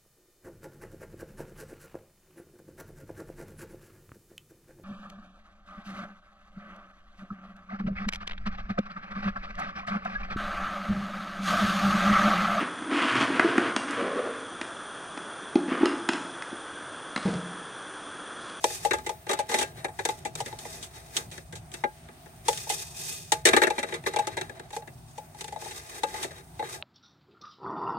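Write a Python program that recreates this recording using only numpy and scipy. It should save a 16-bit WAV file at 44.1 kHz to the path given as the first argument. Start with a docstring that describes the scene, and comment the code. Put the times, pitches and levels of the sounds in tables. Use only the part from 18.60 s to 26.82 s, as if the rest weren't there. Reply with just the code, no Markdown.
"""Sharp claw knocks come first, over a gritty hiss: a tortoise is walking in a plastic exercise wheel.
Claws and shell strike the ribbed rim and ring the wheel's modes; dragging feet make the hiss.
A microphone pair stands close by, the right one nearer the wheel, with enclosure walls just around it.
Far behind lie the faint hum and hiss of the room."""
import sys
import numpy as np
from scipy import signal
from scipy.fft import rfft, irfft
from scipy.io import wavfile
from scipy.ndimage import uniform_filter1d

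SR = 44100
rng = np.random.default_rng(int(sys.argv[2]) if len(sys.argv) > 2 else 0)


def master_out(mix):
    """Clip the mix to full scale and print it as 16-bit PCM to the path in sys.argv[1]."""
    frames = np.transpose(np.atleast_2d(mix))
    ceiling = np.clip(frames, -1, 1)
    pcm = np.round(ceiling * 32767).astype(np.int16)
    wavfile.write(sys.argv[1], SR, pcm)


N = 362502

# blows on the wheel: (time [s], claw crack [dB], shell thump [dB], disc tock [dB], chatter t60 [s])
KNOCKS = [(0.0412, -10, -29.5, -14.5, 0.023), (0.1021, -43, -43.5, -39, 0.017),
          (0.2489, -23, -39, -18, 0.04), (0.3086, -23.5, -26.5, -42, 0.045),
          (0.3323, -21, -33.5, -22.5, 0.067), (0.3836, -36, -47, -44, 0.036),
          (0.4627, -29.5, -36, -32, 0.063), (0.492, -24, -40, -25.5, 0.034),
          (0.6663, -38, -43.5, -36.5, 0.03), (0.692, -26, -29, -28, 0.06), (0.7111, -24, -34.5, -30, 0.07),
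          (0.7314, -21, -35, -30, 0.049), (0.7892, -21, -41.5, -22.5, 0.079),
          (0.892, -31.5, -38, -36, 0.042), (0.9138, -26, -42, -26.5, 0.092),
          (0.9409, -17, -27.5, -19.5, 0.06), (0.9848, -19.5, -32, -30, 0.13), (1.0112, -22, -33, -27, 0.1),
          (1.0273, -22, -39, -32.5, 0.027), (1.2438, -29.5, -35, -25, 0.054),
          (1.2818, -45, -64, -34, 0.067), (1.3887, -28.5, -36.5, -25.5, 0.092),
          (1.4511, -17.5, -33.5, -25, 0.039), (1.488, -19, -40, -22, 0.042), (1.65, -29, -38.5, -26.5, 0.1),
          (1.7528, -23.5, -46, -41, 0.026), (1.8022, -27, -49, -25, 0.063),
          (1.8598, -30.5, -40, -49, 0.036), (1.926, -45, -44.5, -34, 0.017),
          (1.9876, -32.5, -59, -52, 0.042), (2.0508, -40, -46.5, -35, 0.04),
          (2.2267, -30.5, -67, -72, 0.13), (2.566, -14.5, -51, -61, 0.055), (2.7136, -35.5, -49, -60, 0.11),
          (2.778, -32.5, -45, -51, 0.042), (2.9243, -38, -45.5, -49, 0.077), (2.9537, -34, -54, -51, 0.12),
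          (3.116, -41, -56, -57, 0.025), (3.1388, -29.5, -42.5, -50, 0.05), (3.237, -36, -29, -21, 0.042),
          (3.4857, -52, -52, -52, 0.014), (3.6592, -53, -53.5, -50, 0.05),
          (3.882, -13.5, -38, -15.5, 0.048), (3.929, -24.5, -64, -47, 0.042),
          (3.9743, -22.5, -71, -70, 0.038), (4.0656, -56, -67.5, -38, 0.13),
          (4.0981, -19.5, -46, -22.5, 0.091), (4.1208, -27, -61, -38, 0.042),
          (4.7192, -12, -32.5, -16, 0.054), (4.8526, -8.5, -19.5, -27, 0.089),
          (4.8683, -14, -21.5, -29.5, 0.097), (4.8861, -14, -24, -33, 0.042),
          (4.9318, -22.5, -19.5, -26, 0.052), (4.9641, -15, -21, -16, 0.071),
          (5.0167, -23, -23, -20.5, 0.051), (5.0337, -27, -23, -31, 0.074),
          (5.0685, -27.5, -25.5, -32, 0.056), (5.1011, -21, -36, -20.5, 0.043),
          (5.1797, -30, -30.5, -28.5, 0.081), (5.189, -26, -47, -47, 0.042),
          (5.2285, -29.5, -32.5, -33, 0.064), (5.2848, -43, -44.5, -46, 0.061),
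          (5.3226, -40, -34, -37, 0.039), (5.3388, -30, -34, -39, 0.097), (5.438, -38, -48, -46, 0.014),
          (5.4617, -25.5, -28.5, -36, 0.079), (5.5359, -32, -40.5, -30, 0.042),
          (5.5609, -21, -35.5, -20.5, 0.047), (5.5873, -26.5, -55, -19, 0.069),
          (5.6699, -26.5, -36, -30.5, 0.053), (5.7682, -30.5, -34.5, -30, 0.09),
          (5.8115, -26.5, -35, -36, 0.022), (5.8947, -39.5, -42, -41.5, 0.029),
          (5.9954, -36.5, -44, -41, 0.021), (6.1046, -40.5, -54, -47, 0.036),
          (6.128, -38.5, -53, -33.5, 0.13), (6.1637, -28.5, -52, -27, 0.039),
          (6.2208, -52, -56, -41.5, 0.038), (6.274, -44, -47, -52, 0.045), (6.5779, -37, -74, -33, 0.058),
          (6.7448, -47, -63, -43.5, 0.05), (6.8083, -28, -51, -43.5, 0.045), (6.8423, -30, -68, -37, 0.033),
          (6.8787, -31.5, -47, -42, 0.063), (6.9231, -40, -69, -31, 0.071), (6.96, -42, -69, -29.5, 0.045),
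          (7.0199, -50, -62, -37, 0.033), (7.0566, -37, -62, -36.5, 0.093), (7.1091, -32, -50, -45, 0.078),
          (7.4326, -22, -35.5, -19, 0.043), (7.541, -33, -51, -31.5, 0.073), (7.628, -22, -47, -48, 0.092),
          (7.643, -40, -36, -33, 0.027), (7.7057, -51, -49, -54, 0.035), (7.9918, -44, -42, -28, 0.083),
          (8.0251, -47, -42, -29.5, 0.014)]
# slides of a foot or the shell; swell and fade each span 20 dB:
# (time of full pressure [s], swell [s], hold [s], fade [s], hiss [dB], low ring over hiss [dB])
SLIDES = [(0.045, 0.045, 0.11, 0.11, -41, -7.5), (0.26, 0.19, .01, 0.06, -45, 0),
          (0.334, 0.025, 0.0078, 0.13, -52, 9.5), (0.496, 0.09, .01, 0.095, -53.5, 5.5),
          (0.693, 0.017, 0.0076, 0.14, -47, 12.5), (0.895, 0.012, 0.089, 0.11, -41.5, 8),
          (1.165, .03, 0.045, 0.047, -56.5, 11.5), (1.5, 0.18, .01, 0.15, -48.5, 1),
          (1.785, 0.053, 0.017, .05, -48, 3), (1.87, .08, .01, 0.18, -49.5, 3.5),
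          (1.998, 0.035, .23, 0.089, -50.5, -2.5), (2.349, 0.081, 0.0082, 0.26, -54, 4.5),
          (2.574, 0.088, 0.02, 0.076, -43, 1.5), (2.732, 0.029, 0.012, 0.11, -51.5, 2),
          (2.956, 0.12, .01, 0.14, -65, -12), (3.133, 0.018, .01, 0.14, -52, 0.5),
          (3.861, 0.018, 0.018, .02, -48, 4.5), (3.893, .01, 0.0071, 0.48, -39.5, -7),
          (4.094, 0.0071, 0.0072, 0.24, -35, -9), (4.4, 0.12, 0.14, 0.18, -40, -10.5),
          (4.725, 0.0095, 0.0033, 0.096, -44, 5), (4.865, .02, .01, 0.36, -43.5, 11.5),
          (5.029, 0.018, .01, 0.018, -35, -2), (5.065, .02, .13, 0.28, -55.5, 10),
          (5.322, 0.106, 0.0067, 0.074, -51.5, 12), (5.47, 0.016, 0.0068, 0.022, -36.5, 9.5),
          (5.505, .02, 0.22, 0.21, -60, 13.5), (5.814, 0.068, .01, 0.1, -58, 12),
          (6.149, 0.036, .01, 0.057, -47.5, -7), (6.572, 0.25, .01, 0.15, -60, -6),
          (6.81, 0.1, .01, 0.23, -52, 1), (7.04, 0.085, 0.047, 0.17, -47.5, 2),
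          (7.17, 0.097, 0.018, 0.18, -48.5, 0), (7.37, 0.44, 0.026, 0.03, -48.5, 4),
          (7.63, 0.31, .01, 0.064, -45.5, 6), (7.708, .03, 0.092, 0.026, -59, 8.5),
          (8.038, 0.035, 0.045, .1, -53, 18), (8.132, 0.14, 0.015, 0.048, -44, 2)]
# five families of wheel modes, low to high: (frequency [Hz], level [dB], t60 [s], left minus right [dB])
BOWL = [(254.2, 4.5, 0.047, 3), (302, -16, 0.21, 3.5), (357.2, -5, 0.14, 8), (381, 7.5, 0.07, -13),
        (357, 4, 0.018, 40)]
RIM = [(467.6, -3, 0.11, 1.2), (495, 3.5, 0.048, 3.2), (555.2, -4.5, 0.082, 2.5), (646.3, -19.5, 0.29, 1.3),
       (708, 5.5, 0.018, 18)]
DISC = [(791, -1, 0.047, 5), (833.8, 2.5, 0.077, 6), (855.1, -9, 0.18, -1.5), (898, -8, 0.044, 7)]
RIBS = [(1073, 11, 0.023, -3), (1235, 7, 0.04, 9.5), (1383, -13, 0.11, 2), (1615, -7, 0.15, 10),
        (1720, -16, 0.054, -35), (1798, 16.5, 0.008, 23), (1970, -0.5, 0.029, 11),
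        (2031.6, -3, 0.042, -22.5), (2100, -41, 0.013, 28.5), (2363, 2.5, 0.032, -10),
        (2664, -14, 0.072, 20), (2837, -20.5, 0.046, -31), (3295, 11.5, 0.006, -13),
        (3833, -4.5, 0.014, 24), (3890, 13, 0.013, 0.5)]
EDGES = [(4390, -1, .02, 0), (4800, -4, .015, 0), (5750, -2, .015, -2), (6030, -1, .02, -2),
         (6430, -1, .015, -3), (7590, -2, .015, -4), (8260, 0, .02, -4), (8790, -1, .015, -4)]
# the whole wheel: (family of modes, lag at the left microphone [s])
FAMILIES = [(BOWL, .00008), (RIM, .0001), (DISC, .0001), (RIBS, 0.0004045), (EDGES, 0.000273)]
# share of a blow that each family takes: (crack [dB], thump [dB], tock [dB])
FAMILY_SHARES = [(-50, 3.5, -21), (-37, 3.5, -3.5), (-55, -24, 3), (-14, 9, -11.5), (-44, -80, -80)]
# spectra of claw crack, sliding grit and room tone: (frequency [Hz], density [dB])
CRACK_SPECTRUM = [(1350, -10), (2300, -8.5), (2980, 3.5), (3650, -1), (5140, -4), (5850, -0.5), (7640, 0.5),
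                  (8560, 1.5), (11400, -13.5), (15000, -23.5), (16000, -19)]
GRIT_SPECTRUM = [(1350, -67), (2300, -21), (2450, 2.5), (2860, -8.5), (3290, -5.5), (3750, 0), (4200, -9.5),
                 (4810, -0.5), (5750, -0.5), (7830, -1), (8850, 0.5), (11600, -10.5), (13900, -9.5),
                 (15100, -12), (16000, -46.5)]
ROOM_SPECTRUM = [(15, -52.5), (40, -4.5), (55, -3), (97, -1.5), (170, 0), (195, -25), (223, -7), (301, -18),
                 (373, -12.5), (516, -28), (659, -7.5), (1020, -23), (1560, -26.5), (3160, -32.5),
                 (7300, -38.5), (8800, -24.5), (10500, -38), (16000, -33.5)]
# balance of crack and grit across the pair: (frequency [Hz], left minus right [dB])
TREBLE_PAN = [(2000, 5), (4000, 1), (8000, 0), (15000, -6.5)]
# reflections off the enclosure: (delay to left [s], delay to right [s], level [dB])
WALLS = [(.0009, 0.0014, -17), (.0023, 0.0019, -20), (.0037, .0044, -12), (.0061, 0.0058, -12.5)]
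OCTAVES = np.arange(4, 15)  # band centres [log2 Hz]
MICS = np.array([[1], [-1]])  # left, right

LEFT_LAG_S = 0.0003177  # the wheel is nearer the right microphone
RING_SAMPLES = 6144
RIB_HZ, SHARP_RIB_HZ, SHARP_DB = 1950, 3630, 6.5  # rib centre: halfway up at a crack SHARP_DB over the ribs
RIB_RING_DB, RIB_FOLLOWS = -4.5, 0.89  # rib ring over the hiss, and how much it follows the low ring
HISS_FLOOR_DB, ROOM_DB = -69.5, -49.5  # faint steady background hiss between slides; room tone


def knocks():
    """Close up, each blow is a short chatter of claw contacts that cracks and rings the wheel's modes."""
    times, *parts_db, t60 = np.transpose(KNOCKS)
    crack_db = parts_db[0]
    family_db = 10 * np.log10(undb(2 * np.array(FAMILY_SHARES)) @ undb(2 * np.array(parts_db)))
    rib_hz = RIB_HZ + (SHARP_RIB_HZ - RIB_HZ) / (1 + undb(2 * (SHARP_DB + family_db[3] - crack_db)))
    t = np.arange(RING_SAMPLES) / SR
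    press = (1 - np.exp(-t / 0.00063)) * decay(t, np.clip(t60, .008, .2)[:, None, None])
    chatter = press * rng.standard_normal((len(times), 2, RING_SAMPLES))
    chatter *= undb(2 * rng.exponential(size=(len(times), 1, RING_SAMPLES)))
    blows = set_peak(at_microphones(chatter, CRACK_SPECTRUM, alike=0.14), crack_db)
    # the slow modes feel mostly the hardest moment of the contact, the quick ones all of the chatter
    for (modes, lag), db, focus in zip(FAMILIES, family_db, (1.74, 2.0, 0.64, 0.053, 0.18)):
        # every spot excites the modes differently, and sends them a little more to one side
        common, sided = rng.standard_normal((len(times), 2, len(modes), 1)).transpose(1, 0, 2, 3)
        spot_db = 2.5 * common + 2 * sided * MICS.T
        if modes is RIBS:
            spot_db -= 5.06 * np.abs(np.log2(np.array(RIBS)[:, :1] / rib_hz[:, None, None]))
        body = np.einsum("kme,mef->kef", undb(spot_db), rfft(wheel_ring(modes, lag)), optimize=True)
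        contact = rfft(chatter[:, :1] * press ** focus)
        blows += set_peak(irfft(body * contact), db)
    out = np.zeros((2, N + RING_SAMPLES))
    for start, blow in zip((times * SR).astype(int), blows):
        out[:, start:start + RING_SAMPLES] += blow
    return out[:, :N]


def wheel_ring(modes, lag):
    """Each mode's decaying ring at both microphones; it takes a few cycles to spread over the wheel."""
    t = np.maximum(np.arange(RING_SAMPLES) / SR - np.array([[lag], [0]]), 0)
    hz, db, t60, pan_db = np.transpose(modes)[:, :, None, None]
    spread = 1 - np.exp(-t * hz / 2.49)
    return undb(db + MICS * pan_db / 2) * np.sin(2 * np.pi * hz * t) * decay(t, t60) * spread


def drag():
    """Scales and grit slip over the plastic: dense uneven grains that hiss and keep the modes sounding."""
    hiss_db, low_db = slide_pressure()
    rib_db = RIB_RING_DB + RIB_FOLLOWS * low_db
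    force = undb(hiss_db + 1.2 * wander(40) + 1.8 * wander(150))
    grains = rng.standard_normal((7, N)) * undb(2.27 * rng.exponential(size=N))
    hiss = at_microphones(grains[:2], GRIT_SPECTRUM, alike=0.27)
    # the colour of the hiss shifts as other scales take the load
    out = force * unit_rms(flicker(hiss, OCTAVES[7:], swell_db=0, own_db=-0.5, rate=73))
    rings_db = (low_db - 6.5, low_db - 11, low_db - 9.5, rib_db, -10)
    for (modes, lag), grain, ring_db in zip(FAMILIES, grains[2:], rings_db):
        body = wheel_ring(modes, lag).sum(0)
        body /= np.sqrt(np.sum(body.mean(0) ** 2))
        friction = grain / grain.std() * force * undb(ring_db)
        out += signal.oaconvolve(body, friction[None], axes=-1)[:, :N]
    return out


def slide_pressure():
    """Level of the hiss, and of the low ring over it [dB]: the strongest slide rules at each moment."""
    t = np.arange(0, N / SR, .002)
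    start, swell, hold, fade, db, low_db = np.transpose(SLIDES)[:, :, None]
    each_db = db - 20 * (np.maximum(start - t, 0) / swell + np.maximum(t - start - hold, 0) / fade)
    share = undb(2 * (each_db - each_db.max(0)))
    hiss_db = np.maximum(each_db.max(0), HISS_FLOOR_DB)
    ring_db = (share * low_db).sum(0) / share.sum(0)
    return (np.interp(np.arange(N) / SR, t, curve) for curve in (hiss_db, ring_db))


def enclosure(x):
    """Nearby walls return the treble a few milliseconds late, differently to each microphone."""
    bright = highpass(x, order=2, hz=1200)
    out = x.copy()
    for *delays, db in WALLS:
        for mic, delay in enumerate(delays):
            late = int(delay * SR)
            out[mic, late:] += undb(db) * bright[mic, :N - late]
    return out


def room_tone():
    """Background hum and hiss that waver a little; the bass is nearly the same at both microphones."""
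    hz = np.arange(N // 2 + 1) * SR / N
    mid, side = rfft(rng.standard_normal((2, N))) * undb(curve_at(hz, ROOM_SPECTRUM))
    width = np.clip(hz / 1170, .15, 1)
    steady = irfft(mid + width * side * MICS, N)
    wavering = flicker(steady, OCTAVES, swell_db=0.37 * wander(0.35), own_db=3, rate=7.6)
    return unit_rms(wavering) * undb(ROOM_DB)


def at_microphones(x, spectrum, alike):
    """Colours two noise rows, one shared and one opposed, and places them across the pair."""
    hz = np.arange(x.shape[-1] // 2 + 1) * SR / x.shape[-1]
    shared, opposed = rfft(x[..., :1, :]), rfft(x[..., 1:, :])
    pair = np.sqrt(1 + alike) * shared + np.sqrt(1 - alike) * opposed * MICS
    lag = np.exp(-1j * np.pi * hz * LEFT_LAG_S * MICS)
    gain = undb(curve_at(hz, spectrum) + MICS * curve_at(hz, TREBLE_PAN) / 2)
    return irfft(pair * lag * gain, x.shape[-1])


def flicker(x, octaves, swell_db, own_db, rate):
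    """Splits x into octave bands whose levels swell together and wander alone."""
    hz = np.arange(N // 2 + 1) * SR / N
    octave = np.clip(np.log2(hz + 1), octaves[0], octaves[-1])
    spectrum = rfft(x)
    bands = (irfft(spectrum * np.clip(1 - np.abs(octave - k), 0, 1), N) for k in octaves)
    return sum(undb(swell_db + own_db * wander(rate)) * band for band in bands)


def wander(rate):
    """Random levels held 1 / rate seconds and smoothed twice; spread near 1."""
    hold = int(SR / rate)
    steps = np.repeat(rng.standard_normal(N // hold + 1), hold)
    return 1.3 * uniform_filter1d(uniform_filter1d(steps, hold), hold)[:N]


def undb(db):
    return 10 ** (np.asarray(db) / 20)


def decay(t, t60):
    return np.exp(-np.log(1000) * t / t60)


def curve_at(hz, table):
    points_hz, db = np.transpose(table)
    return np.interp(np.log(hz + 1), np.log(points_hz + 1), db)


def set_peak(x, db):
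    return x * (undb(db) / np.abs(x.mean(1)).max(-1))[:, None, None]


def unit_rms(x):
    return x / np.sqrt(np.mean(x.mean(0) ** 2))


def highpass(x, order, hz):
    return signal.sosfilt(signal.butter(order, hz, "high", fs=SR, output="sos"), x)


def scene():
    """The wheel up close in its enclosure, the room behind."""
    wheel = highpass(knocks() + drag(), order=4, hz=235)  # too small to radiate deep bass
    return enclosure(wheel) + room_tone()


def record(dry):
    """The microphones lose the deepest bass and the recorder cuts the top."""
    thin = highpass(dry, order=4, hz=45)
    return signal.sosfilt(signal.ellip(12, .2, 90, 16100, fs=SR, output="sos"), thin)


dry = scene()
out = record(dry)
master_out(out)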